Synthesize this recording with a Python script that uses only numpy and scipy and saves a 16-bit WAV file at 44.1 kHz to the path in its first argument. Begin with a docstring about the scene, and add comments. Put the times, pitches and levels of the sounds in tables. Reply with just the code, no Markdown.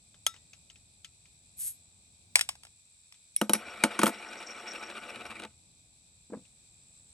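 """A lawn on a summer night: a steel opener ticks on a glass bottle, gas hisses out, the cap cracks off.
Cap and opener drop on a thin folding table, the cap spins down on its crimped rim, the table takes a bump.
Noise-burst contacts drive resonances; random taps make the roll; shaped noise makes gas and far traffic.
Insects buzz all round: a noise chorus and a tone swept by wing strokes. Two close microphone ports listen."""
import sys
import numpy as np
from scipy import signal
from scipy.fft import rfft, irfft, next_fast_len
from scipy.io import wavfile
from scipy.ndimage import uniform_filter1d, map_coordinates

SR = 44100
rng = np.random.default_rng(int(sys.argv[2]) if len(sys.argv) > 2 else 0)


def store_wav(level_fs):
    """Save 16-bit WAV to argv[1]."""
    pcm = np.round(np.clip(np.atleast_2d(level_fs), -1, 1) * 32767)
    wavfile.write(sys.argv[1], SR, pcm.T.astype(np.int16))


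N = 314433
T = np.arange(N) / SR
M = next_fast_len(N + 8192)
F = np.fft.rfftfreq(M, 1 / SR)
HALF = np.array([[.5], [-.5]])  # left, right

# Treble colour of a hard contact. Each row: frequency in Hz, relative level in dB.
CRACK_COLOUR = [(500, -45), (1500, 1.5), (2500, 7.5), (5000, 1.5), (8000, 6), (10000, 17), (12500, -7),
                (13500, -42.5), (16000, -37)]
# Modes of the loose cap. Each row: frequency in Hz, width in Hz, relative level in dB.
CAP_MODES = [(2370, 82, -11), (2900, 210, -2.5), (3403, 150, -11), (3834, 110, -0.5), (5750, 130, -8),
             (10145, 160, 1), (11400, 380, -9)]


def amp(db):
    """Amplitude ratio of a level in dB."""
    return 10 ** (np.asarray(db) / 20)


def unit(x):
    """x scaled to an RMS of 1."""
    return x / np.sqrt(np.mean(x ** 2) + 1e-20)


def along(points, hz):
    """(Hz, value) points interpolated on a log frequency axis."""
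    f, v = np.transpose(points)
    return np.interp(np.log(hz + 1), np.log(f + 1), v)


def curves(rows):
    """One dB value per sample for each column after the time, silent outside the rows."""
    s, *cols = np.transpose(rows)
    return [np.interp(T, s, c, left=-140, right=-140) for c in cols]


def wobble(rate):
    """A smooth random curve, rate knots a second."""
    return map_coordinates(rng.standard_normal(int(N * rate / SR) + 4), [T * rate])


def filtered(x, response):
    """x times a complex response given on the grid F."""
    return irfft(rfft(x, M) * response, M)[..., :N]


def colour(spectrum):
    """Zero-phase response through (Hz, dB) points."""
    return amp(along(spectrum, F))


def coloured(x, spectrum):
    """x filtered through (Hz, dB) points."""
    return filtered(x, colour(spectrum))


def band(hz, q):
    """A causal resonance."""
    damping = 1j * F * hz / q
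    return damping / (hz * hz - F * F + damping)


def body(modes):
    """Causal sum of resonances, alternating in sign."""
    return sum((-1) ** k * amp(db) * band(hz, hz / width) for k, (hz, width, db) in enumerate(modes))


def placed(x, left, pan_db, spread):
    """A near source at two ports: left earlier and louder, plus scattered sound that differs between them."""
    # Phase lead of the left port, scaled by left. Each row: frequency in Hz, lead in radians.
    lead = [(1200, 0.42), (2200, 1), (3100, 0.97), (4200, 1), (5500, 0.69), (8000, 0)]
    scatter = rfft(rng.standard_normal(400) * amp(-60 * T[:400] / 0.023), M)
    scatter = scatter / np.sqrt(np.mean(abs(scatter) ** 2))
    scatter = scatter / (1 + (F / 8500) ** 8) * F / (F + 2500)
    pan = amp(pan_db * HALF / (1 + (F / 6500) ** 4))
    direct = pan * np.exp(1j * left * HALF * along(lead, F))
    return filtered(x, direct + spread * HALF * scatter)


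def contacts(rows, tail_db, tail_s, blow=0, rise_s=.000057, rumble=.79, snap=0):
    """Contact drives: treble and middle noise bursts with rattling tails; bass a clean blow and a tail.

    Rows: start s, treble dB, middle and bass against it dB, contact ms; snap and blow are first samples.
    """
    drive, t = np.zeros((3, N + SR)), np.arange(SR // 8) / SR
    for s, db, mid_db, low_db, ms, *_ in rows:
        tail = amp(tail_db - 60 * t / tail_s)
        hit = amp(-20 * t / (abs(ms) / 1000 + 0.0004))
        burst = (hit + tail) * (1 - np.exp(-t / rise_s))
        shape = np.array([burst, burst, rumble * tail]) * rng.standard_normal((3, len(t)))
        shape[:, 0] = snap, blow, 6
        levels = amp([[db], [db + mid_db], [db + low_db]])
        drive[:, round(s * SR):][:, :len(t)] += levels * shape
    return drive[:, :N]


def notes(rows, note_db, t60, rise_s=0.00033):
    """The short decaying sine of each touched spot; rows start with s and dB and end with Hz."""
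    out, t = np.zeros(N), T[:SR // 16]
    for s, db, *_, hz in rows:
        envelope = amp(db + note_db - 60 * t / t60) * (1 - np.exp(-t / rise_s))
        out[round(s * SR):][:len(t)] += envelope * np.sin(2 * np.pi * hz * t)
    return out


def insect_buzz(wing):
    """One nearer insect: each wing stroke swells and falls in pitch, mixed with gated noise."""
    stroke = np.cumsum(87 * (1 + 0.012 * wobble(2.6))) / SR % 1
    teeth = np.sin(2 * np.pi * np.cumsum(8300 - 800 * stroke + 60 * wobble(40)) / SR)
    gate = 0.568 + np.sin(np.pi * stroke) ** 2
    noise = unit(coloured(rng.standard_normal(N), wing))
    return unit(coloured(gate * (0.79 * teeth + 0.79 * noise), wing))


def night():
    """Far traffic and a smooth insect chorus, both partly alike at the ports, and the wing buzz."""
    # Each row: time in s, traffic level in dB, buzz level in dB.
    night_levels = [(0, -68.5, -65.5), (.5, -66, -64.5), (1, -68.5, -66), (1.8, -68.5, -63.5),
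                    (2.5, -64.5, -67), (2.8, -74.5, -64), (3.3, -74, -63.5), (3.6, -67.5, -65),
                    (4.8, -74, -61), (5.3, -62.5, -66), (6, -69.5, -65.5), (7.2, -66, -60.5)]
    # Far traffic. Each row: frequency in Hz, relative density in dB.
    traffic = [(18, -39), (32, -11), (85, -0.5), (129, -5.5), (182, -8.5), (369, -20.5), (438, -21.5),
               (776, -18.5), (1350, -33), (1900, -47.5), (2600, -89)]
    # Far insects. Each row: frequency in Hz, relative level in dB.
    chorus = [(1700, -37.5), (2000, -20.5), (2450, 0.5), (2900, -17.5), (3700, -1), (4600, -5),
              (5400, -8.5), (6000, -6), (6700, -12), (9000, -7.5), (10500, -6.5), (11500, -19),
              (13000, -67)]
    # Wing buzz. Each row: frequency in Hz, relative level in dB.
    wing = [(6600, -17.5), (7200, -6), (7700, -2.5), (8200, -4), (8700, -5.5), (9400, -29.5)]
    # Likeness of the ports. 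Each row: frequency in Hz, correlation (clipped to -1..1).
    alike = [(60, 0.96), (290, 0.83), (640, -0.15), (1400, -0.51), (3000, 0.081), (6000, 0.047),
             (8000, -1.3), (10000, 0.9)]
    traffic_db, buzz_db = curves(night_levels)
    turn = np.arccos(np.clip(along(alike, F), -1, 1)) / 2
    layers = ((traffic, traffic_db + 0.5 * wobble(3.9), 2.2),
              (chorus, -66.5 + 0.75 * wobble(27), 1.2))
    out = 0
    for spectrum, db, pan_db in layers:
        shares = colour(spectrum) * [np.cos(turn), np.sin(turn)]
        mid, side = filtered(rng.standard_normal((2, N)), shares)
        ports = np.array([mid + side, mid - side]) * amp(pan_db * HALF)
        out = out + amp(db) * unit(ports)
    near = placed(insect_buzz(wing), left=1.0, pan_db=0.5, spread=0.077)
    far = unit(coloured(rng.standard_normal((2, N)), wing))
    return out + amp(buzz_db) * (near + 0.5 * far)


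def table_top():
    """Modes of the thin top, which radiates little deep bass."""
    # Each row: frequency in Hz, width in Hz, relative level in dB.
    top_modes = [(212.2, 21, 8.5), (260.3, 41, 2), (327, 53, 2), (503, 30, 0), (563.2, 23, -2.5),
                 (711, 57, -1.5), (877, 23, -2), (1091, 50, -4.5), (1180, 71.9, -7), (1303, 55, 1),
                 (1477, 77, -2.5), (1946, 110, -5.5), (2330, 260, -14.5)]
    return body(top_modes) / (1 + (150 / (F + 1)) ** 4)


def struck_wood(top):
    """Middle and bass responses of the struck top: modes plus a dry thud that returns from the edges."""
    bend_ms = 2.3  # bending waves: lag at 200 Hz, less a constant 0.51 ms; the bass arrives later
    thud_db, edge_ms, edge_share = -6, 4.5, 0.32  # thud against modes; round trip; share kept
    bend = np.exp(-4j * np.pi * bend_ms / 1000 * np.sqrt(200 * F) * (1 - np.sqrt(F / 16000)))
    thud = amp(thud_db) / (1 - edge_share * np.exp(-2j * np.pi * F * edge_ms / 1000))
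    middle = amp(5.5) * bend * (top + thud) * band(1300, q=0.71) / (1 + (F / 6000) ** 4)
    bass = amp(27.5) * bend * (top + thud * band(660, q=1.0)) * band(190, q=0.33)
    return [middle, bass * (1j * F / (90 + 1j * F)) ** 2]


def bump(top):
    """Soft knocks under the top: slow-rising contacts drive middle and bass only."""
    # Each row: start in s, level in dB, middle against it in dB, note in Hz.
    knocks = [(6.3, -41.5, -12, 282), (6.322, -32, -18, 298), (6.332, -31, -7, 465),
              (6.337, -40.5, 0.5, 520), (6.347, -36.5, -12, 250), (6.369, -36, -18, 198),
              (6.389, -45, -18, 195), (6.409, -54.5, -28, 158), (6.419, -54.5, -32, 120)]
    rows = [(s, db, mid_db, 0, 6) for s, db, mid_db, _ in knocks]
    drive = contacts(rows, tail_db=-5.5, tail_s=0.058, rise_s=0.0035, rumble=0.33)[1:]
    middle = amp(15.5) * band(840, q=1.0) ** 2 / (1 + (F / 3000) ** 4)
    bass = amp(19) * top * band(225, q=0.27) ** 3 * band(350, q=0.17) / (1 + (F / 700) ** 4)
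    out = filtered(drive, [middle, bass]).sum(axis=0)
    return out + notes(knocks, note_db=4, t60=0.039, rise_s=0.00237)


def opener_lands(wood):
    """The opener's bounces drive the top and its steel modes; rocking to rest, it sings high and thin."""
    # Each row: start in s, crack level in dB, middle and bass against crack in dB, note in Hz.
    opener_drops = [(3.8374, -11, 3, -7, 2260), (3.8497, -31.5, -8.5, 4.5, 1250),
                    (3.991, -18, 1.5, -6, 1076), (4.0158, -26, 9.5, -15.5, 1360),
                    (4.0292, -34.5, -1.5, -20.5, 2430), (4.0326, -12.5, -3, -3.5, 1230),
                    (4.0581, -21, -10, -12.5, 3200), (4.0656, -17.5, 2.5, -11, 1310),
                    (4.0773, -22, -3.5, -6.5, 1020), (4.0928, -30.5, -6.5, -3, 1460)]
    # Each row: frequency in Hz, width in Hz, relative level in dB.
    steel = [(3270, 35, -3.5), (5550, 110, -4.5), (8600, 140, -10)]
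    contact_ms, sing_s = 5.2, 4.02
    rows = [(*row[:-1], contact_ms) for row in opener_drops]
    drive = contacts(rows, tail_db=-9.5, tail_s=0.091, blow=3.3, rumble=0.27)
    crack = amp(-11) * colour(CRACK_COLOUR) + amp(2.5) * body(steel)
    out = filtered(drive, [crack, *wood]).sum(axis=0)
    out += filtered(drive[0] * (T > sing_s), amp(8.5) * band(12410, q=260))
    return out + notes(opener_drops, note_db=2.0, t60=0.015)


def cap_lands(wood):
    """The drops drive the top and the cap's high modes; the cap rings in flight between bounces."""
    # Each row: start in s, crack level in dB, middle and bass against crack in dB, note in Hz,
    # note level in dB, drive of the ring in flight in dB before a gain of 3.
    drops = [(3.3629, -26.5, -40, -44, 9740, -13.5, -22), (3.4141, -17.5, -9, -2, 2910, -24, -36),
             (3.495, -16.5, -31, -6, 3020, -27, -32), (3.5339, -11, -5, -24, 10050, -11, -19),
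             (3.547, -31.5, -6, -2, 5550, -33, -25), (3.552, -26, 1, -8.5, 2320, -32.5, -35)]
    # Airborne cap. Each row: frequency in Hz, width in Hz, relative level in dB.
    airborne = [(2236, 16, 0), (5560, 81, -0.5), (8533, 62, -6), (9690, 60, 5), (10000, 71, -9)]
    contact_ms = 4.4
    rows = [(*row[:-3], contact_ms) for row in drops]
    drive = contacts(rows, tail_db=-17, tail_s=0.14, blow=3.3, rumble=0.52, snap=2.1)
    # a hard landing favours the high modes
    bright = body(CAP_MODES) * F / 4000 / (1 + (F / 11300) ** 12)
    crack = amp(-12.0) * colour(CRACK_COLOUR) + amp(6.5) * bright
    out = filtered(drive, [crack, *wood]).sum(axis=0)
    rows = [(s, db, 0, 0, contact_ms) for s, *_, db in drops]
    flight = contacts(rows, tail_db=-11.5, tail_s=0.16, rise_s=0.00081)[0]
    # the cap's ring in flight, made three times stronger
    out += 3 * filtered(flight, body(airborne))
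    pitches = [(s, db, hz) for s, *_, hz, db, _ in drops]
    return out + notes(pitches, note_db=5.0, t60=0.0185, rise_s=0.0003)


def rim_slaps(wood):
    """The sinking rim slaps the top; lying almost flat, it rings only in its low modes."""
    # Each row: start in s, crack level in dB.
    slaps = [(4.227, -42.5), (4.332, -34.5), (4.427, -35), (4.686, -39), (4.735, -31.5), (4.826, -38),
             (4.901, -29.5), (4.979, -37.5), (5.052, -42), (5.158, -33), (5.203, -47), (5.2541, -32),
             (5.3063, -34), (5.355, -49), (5.3986, -30.5), (5.421, -33.5), (5.4361, -30.5), (5.45, -30)]
    mid_db, bass_db, contact_ms = 5.5, -19.5, 1.34  # levels against the crack
    rows = [(s, db, mid_db, bass_db, contact_ms) for s, db in slaps]
    drive = contacts(rows, tail_db=-23.5, tail_s=0.033, blow=4.9, rise_s=0.00077)
    crack = amp(-5) * colour(CRACK_COLOUR) / (1 + (F / 10500) ** 12)
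    ring = amp(19.5) * body(CAP_MODES[:4]) / (1 + (F / 5000) ** 6)
    return filtered(drive, [crack + ring, *wood]).sum(axis=0)


def table(top):
    """All contacts on the table: cap, rim, opener and the bump from below."""
    wood = struck_wood(top)
    return cap_lands(wood) + rim_slaps(wood) + opener_lands(wood) + bump(top)


def spin(top):
    """The crimped rim rolls ever faster: dense small taps shake the top, sparser ones ring the cap."""
    # Each row: time in s, roll level in dB, the cap's ring against it in dB.
    spin_levels = [(3.54, -32.5, -26), (3.57, -49, -15), (3.87, -45, -19), (3.915, -44.5, -19.5),
                   (3.97, -43, -16.5), (4.24, -47.5, -9.5), (4.75, -47.5, -6), (5.26, -48.5, -19),
                   (5.32, -49, -27), (5.455, -50, -30), (5.48, -69, -34.5), (5.56, -88, -41)]
    # Colour of the roll. Each row: frequency in Hz, relative level in dB.
    roll = [(100, -48.5), (200, -12), (700, -1), (1500, -4.5), (2400, -3), (4200, -7), (6500, -20),
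            (9000, -8.5), (11500, -15.5), (12500, -73.5)]
    turns_last_s, rest_s, speedup, turn_start = 26.557, 5.6802, .4727, 0.57
    dig_db, dig_db_per_s, dig_turns, narrows_per_s = 2.5, 1.9, 0.4, 0.077  # depth, growth, width, narrowing
    flicker_db, flicker_late_turns = 6.5, 0.022  # the ring flickers twice a turn
    glide_hz, glide_hz_per_turn, glide_width_hz, glide_db = 2468, 597, 160, 6  # pitch at the dig, climb

    chance = np.array([[7000], [2500]]) / SR
    strength = rng.standard_normal((2, N)) * amp(3.1 * rng.standard_normal((2, N)))
    taps = (rng.random((2, N)) < chance) * strength

    # once a turn the rim digs in
    turns = turn_start - turns_last_s * np.clip(rest_s - T, 0, None) ** speedup
    rolling_s = T - spin_levels[0][0]
    width = dig_turns - narrows_per_s * rolling_s
    dig = (dig_db + dig_db_per_s * rolling_s) * np.exp(-((turns - np.round(turns)) / width) ** 2)

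    cap_share = 2.75 * body(CAP_MODES) / (1 + (F / 4500) ** 4)
    wood = filtered(taps[0], colour(roll) * (0.5 + 3.6 * top + cap_share))
    hz, s, z = signal.stft(wood, SR, nperseg=256)
    # the contact wanders over the top, so each mode swells in its own time
    field = uniform_filter1d(rng.standard_normal(z.shape), size=2, axis=0)
    field = uniform_filter1d(field, size=14, axis=1)
    # slow bass modes smooth the turns
    depth = np.clip(hz / 1100, .3, 1.5)[:, None] * np.interp(s, T, dig)
    # a resonance climbs through each turn
    centre_hz = glide_hz + glide_hz_per_turn * ((np.interp(s, T, turns) - .2) % 1 - .8)
    glide = glide_db * np.exp(-((hz[:, None] - centre_hz) / glide_width_hz) ** 2)
    z = z * amp(2.04 * unit(field) + depth + glide)
    wood = unit(signal.istft(z, nperseg=256)[1][:N])

    flicker = flicker_db * np.cos(4 * np.pi * (turns - flicker_late_turns))
    # mostly the cap's thinnest mode
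    thin = (band(5570, q=100.6) + 0.02 * band(5570, q=2.2) ** 2) / (1 + (F / 9500) ** 10)
    ring = unit(filtered(taps[1] * amp(4.26 * wobble(30) + flicker), thin))
    level_db, ring_db = curves(spin_levels)
    return amp(level_db + 1.1 * wobble(48)) * (wood + amp(ring_db) * ring)


def ticks():
    """The opener ticks on cap and neck: a crack, duller when soft, a note, and the ring of the glass."""
    # Each row: start in s, crack level in dB, middle against crack in dB, note in Hz.
    tick_rows = [(0.143, -53, -17, 3560), (0.2655, -18.5, -21, 3200), (0.341, -48.5, -15, 2070),
                 (0.3632, -52, -19, 2920), (0.5327, -45.5, -27, 2580), (0.6997, -47, -26, 3020),
                 (0.7577, -53, -28, 2570), (1.046, -38, -44, 3150), (1.2557, -55.5, -28, 2420),
                 (3.143, -55.5, -28, 3520), (6.452, -57.5, -27, 2590)]
    # Bottle modes. Each row: frequency in Hz, relative level in dB, time in s to fall 35 dB.
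    glass_modes = [(1327, 6, 0.07), (1950, -8.5, 0.27), (2894, -3, 0.02), (3390, 4.5, 0.041),
                   (3720, 1, 0.16), (4160, -10.5, 0.039), (4980, -17, 0.015), (5180, 3, 0.059),
                   (6020, -3.5, 0.04), (6505, 7.5, 0.017), (8400, -8.5, 0.08), (11330, -1, 0.019)]
    contact_ms, ms_per_db = 0.071, 0.5  # at 0 dB; longer per dB of softness
    glass_db, glass_slope = -22, 0.29  # ring drive against crack at 0 dB; falls per dB of softness
    edge_slope, edge_hz = 0.75, 7000  # the top edge falls faster per dB of softness
    rows = [(s, db, mid_db, glass_db + glass_slope * db, contact_ms - ms_per_db * db)
            for s, db, mid_db, _ in tick_rows]
    drive = contacts(rows, tail_db=-28.0, tail_s=0.19)
    edge_rows = [(s, db + edge_slope * db, *rest) for s, db, *rest in rows]
    edge = contacts(edge_rows, tail_db=-20.0, tail_s=0.12)[0]
    low = 1 / (1 + (F / edge_hz) ** 8)
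    crack = amp(-2.5) * colour(CRACK_COLOUR) * low / (1 + (1800 / (F + 1)) ** 2)
    ring = amp(40.0) * body([(hz, 1.3 / fall_s, db) for hz, db, fall_s in glass_modes])
    out = filtered(drive, [crack, amp(17) * band(1100, q=0.5) ** 2, ring]).sum(axis=0)
    out += filtered(edge, amp(9.0) * colour(CRACK_COLOUR) * (1 - low))
    return out + notes(tick_rows, note_db=4.5, t60=0.0137)


def gas():
    """Gas escapes under the lifted rim: a fluttering high jet that swells, holds and dies."""
    # Each row: frequency in Hz, relative level in dB.
    jet_colour = [(500, -51), (2000, -26), (5000, -21.5), (8500, -5), (10300, 2.5), (11500, 3.5),
                  (12700, -24), (13400, -66), (15000, -21), (16000, -42.5)]
    start_s, rise_s, hold_s, level_db, fall_db_per_s = 1.565, 0.052, 0.071, -34.5, 398
    jet = unit(coloured(rng.standard_normal(N), jet_colour))
    rise = np.clip((T - start_s) / rise_s, 0, 1) ** 1.24
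    fall_db = fall_db_per_s * np.clip(T - start_s - rise_s - hold_s, 0, None)
    return rise * amp(level_db - fall_db + 0.74 * wobble(100)) * jet


def prise():
    """The crimped cap cracks loose in steps; softer cracks are duller."""
    # Each row: start in s, crack level in dB, bass against crack in dB, note in Hz.
    cracks = [(2.3563, -5, -27, 2365), (2.3583, -21.5, -11.5, 5230), (2.366, -32.5, -1, 820),
              (2.372, -42, -10, 980), (2.3845, -35, -45, 5100), (2.393, -19.5, -41, 1754),
              (2.4106, -15, -57, 3310), (2.4901, -20.5, -26.5, 8320), (2.4925, -26.5, -16.5, 1076),
              (2.5537, -46.5, -8.5, 1560), (2.6343, -42, -53, 3300), (2.651, -43, -18, 1390),
              (2.669, -51.5, -11, 3300), (3.124, -46, -47, 5470)]
    # Cap gripped on the neck. Each row: frequency in Hz, width in Hz, relative level in dB.
    crimp = [(2190, 150, -9), (3353, 80, -3), (3810, 440, -7.5), (5080, 125, 5.5), (5480, 100, 3),
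             (6430, 350, 2), (7640, 100, -2), (8270, 150, 4.5)]
    contact_ms, mid_db, mid_slope = 4.6, -26, 0.26  # middle against crack at 0 dB; rises per dB of softness
    rows = [(s, db, mid_db - mid_slope * db, low_db, contact_ms) for s, db, low_db, _ in cracks]
    drive = contacts(rows, tail_db=-18.5, tail_s=0.14, snap=5)
    crack = amp(-6.5) * colour(CRACK_COLOUR) / (1 + (F / 11000) ** 4) + amp(0.5) * body(crimp)
    middle = amp(12.5) * band(1670, q=0.36) ** 2
    bass = amp(21.0) * band(800, q=1.2) ** 3
    out = filtered(drive, [crack, middle, bass]).sum(axis=0)
    return out + notes(cracks, note_db=-4.5, t60=0.017)


def scene():
    """Each near source placed at the ports, over the night."""
    top = table_top()
    out = night()
    out += placed(spin(top), left=0.37, pan_db=2.0, spread=1.0)
    out += placed(table(top), left=0.89, pan_db=1.0, spread=1.0)
    out += placed(ticks(), left=1.0, pan_db=6.0, spread=1.0)
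    out += placed(gas(), left=0.74, pan_db=4.0, spread=1.0)
    out += placed(prise(), left=2.18, pan_db=2.5, spread=1.0)
    return out


def record(dry):
    """The ports' cavities turn left against right by a full cycle in the treble; peaks round off; band limit."""
    # Each row: frequency in Hz, phase of left against right in radians.
    cavity_turn = [(8300, 0), (9000, -.8), (9650, -2.4), (10250, -3.14), (11000, -3.7), (11700, -5.2),
                   (12400, -6.28)]
    ports = filtered(dry, np.exp(1j * HALF * along(cavity_turn, F)))
    rounded = ports / (1 + abs(ports / .9) ** 6) ** (1 / 6)
    return filtered(rounded, F < 16700)


dry = scene()
out = record(dry)
store_wav(out)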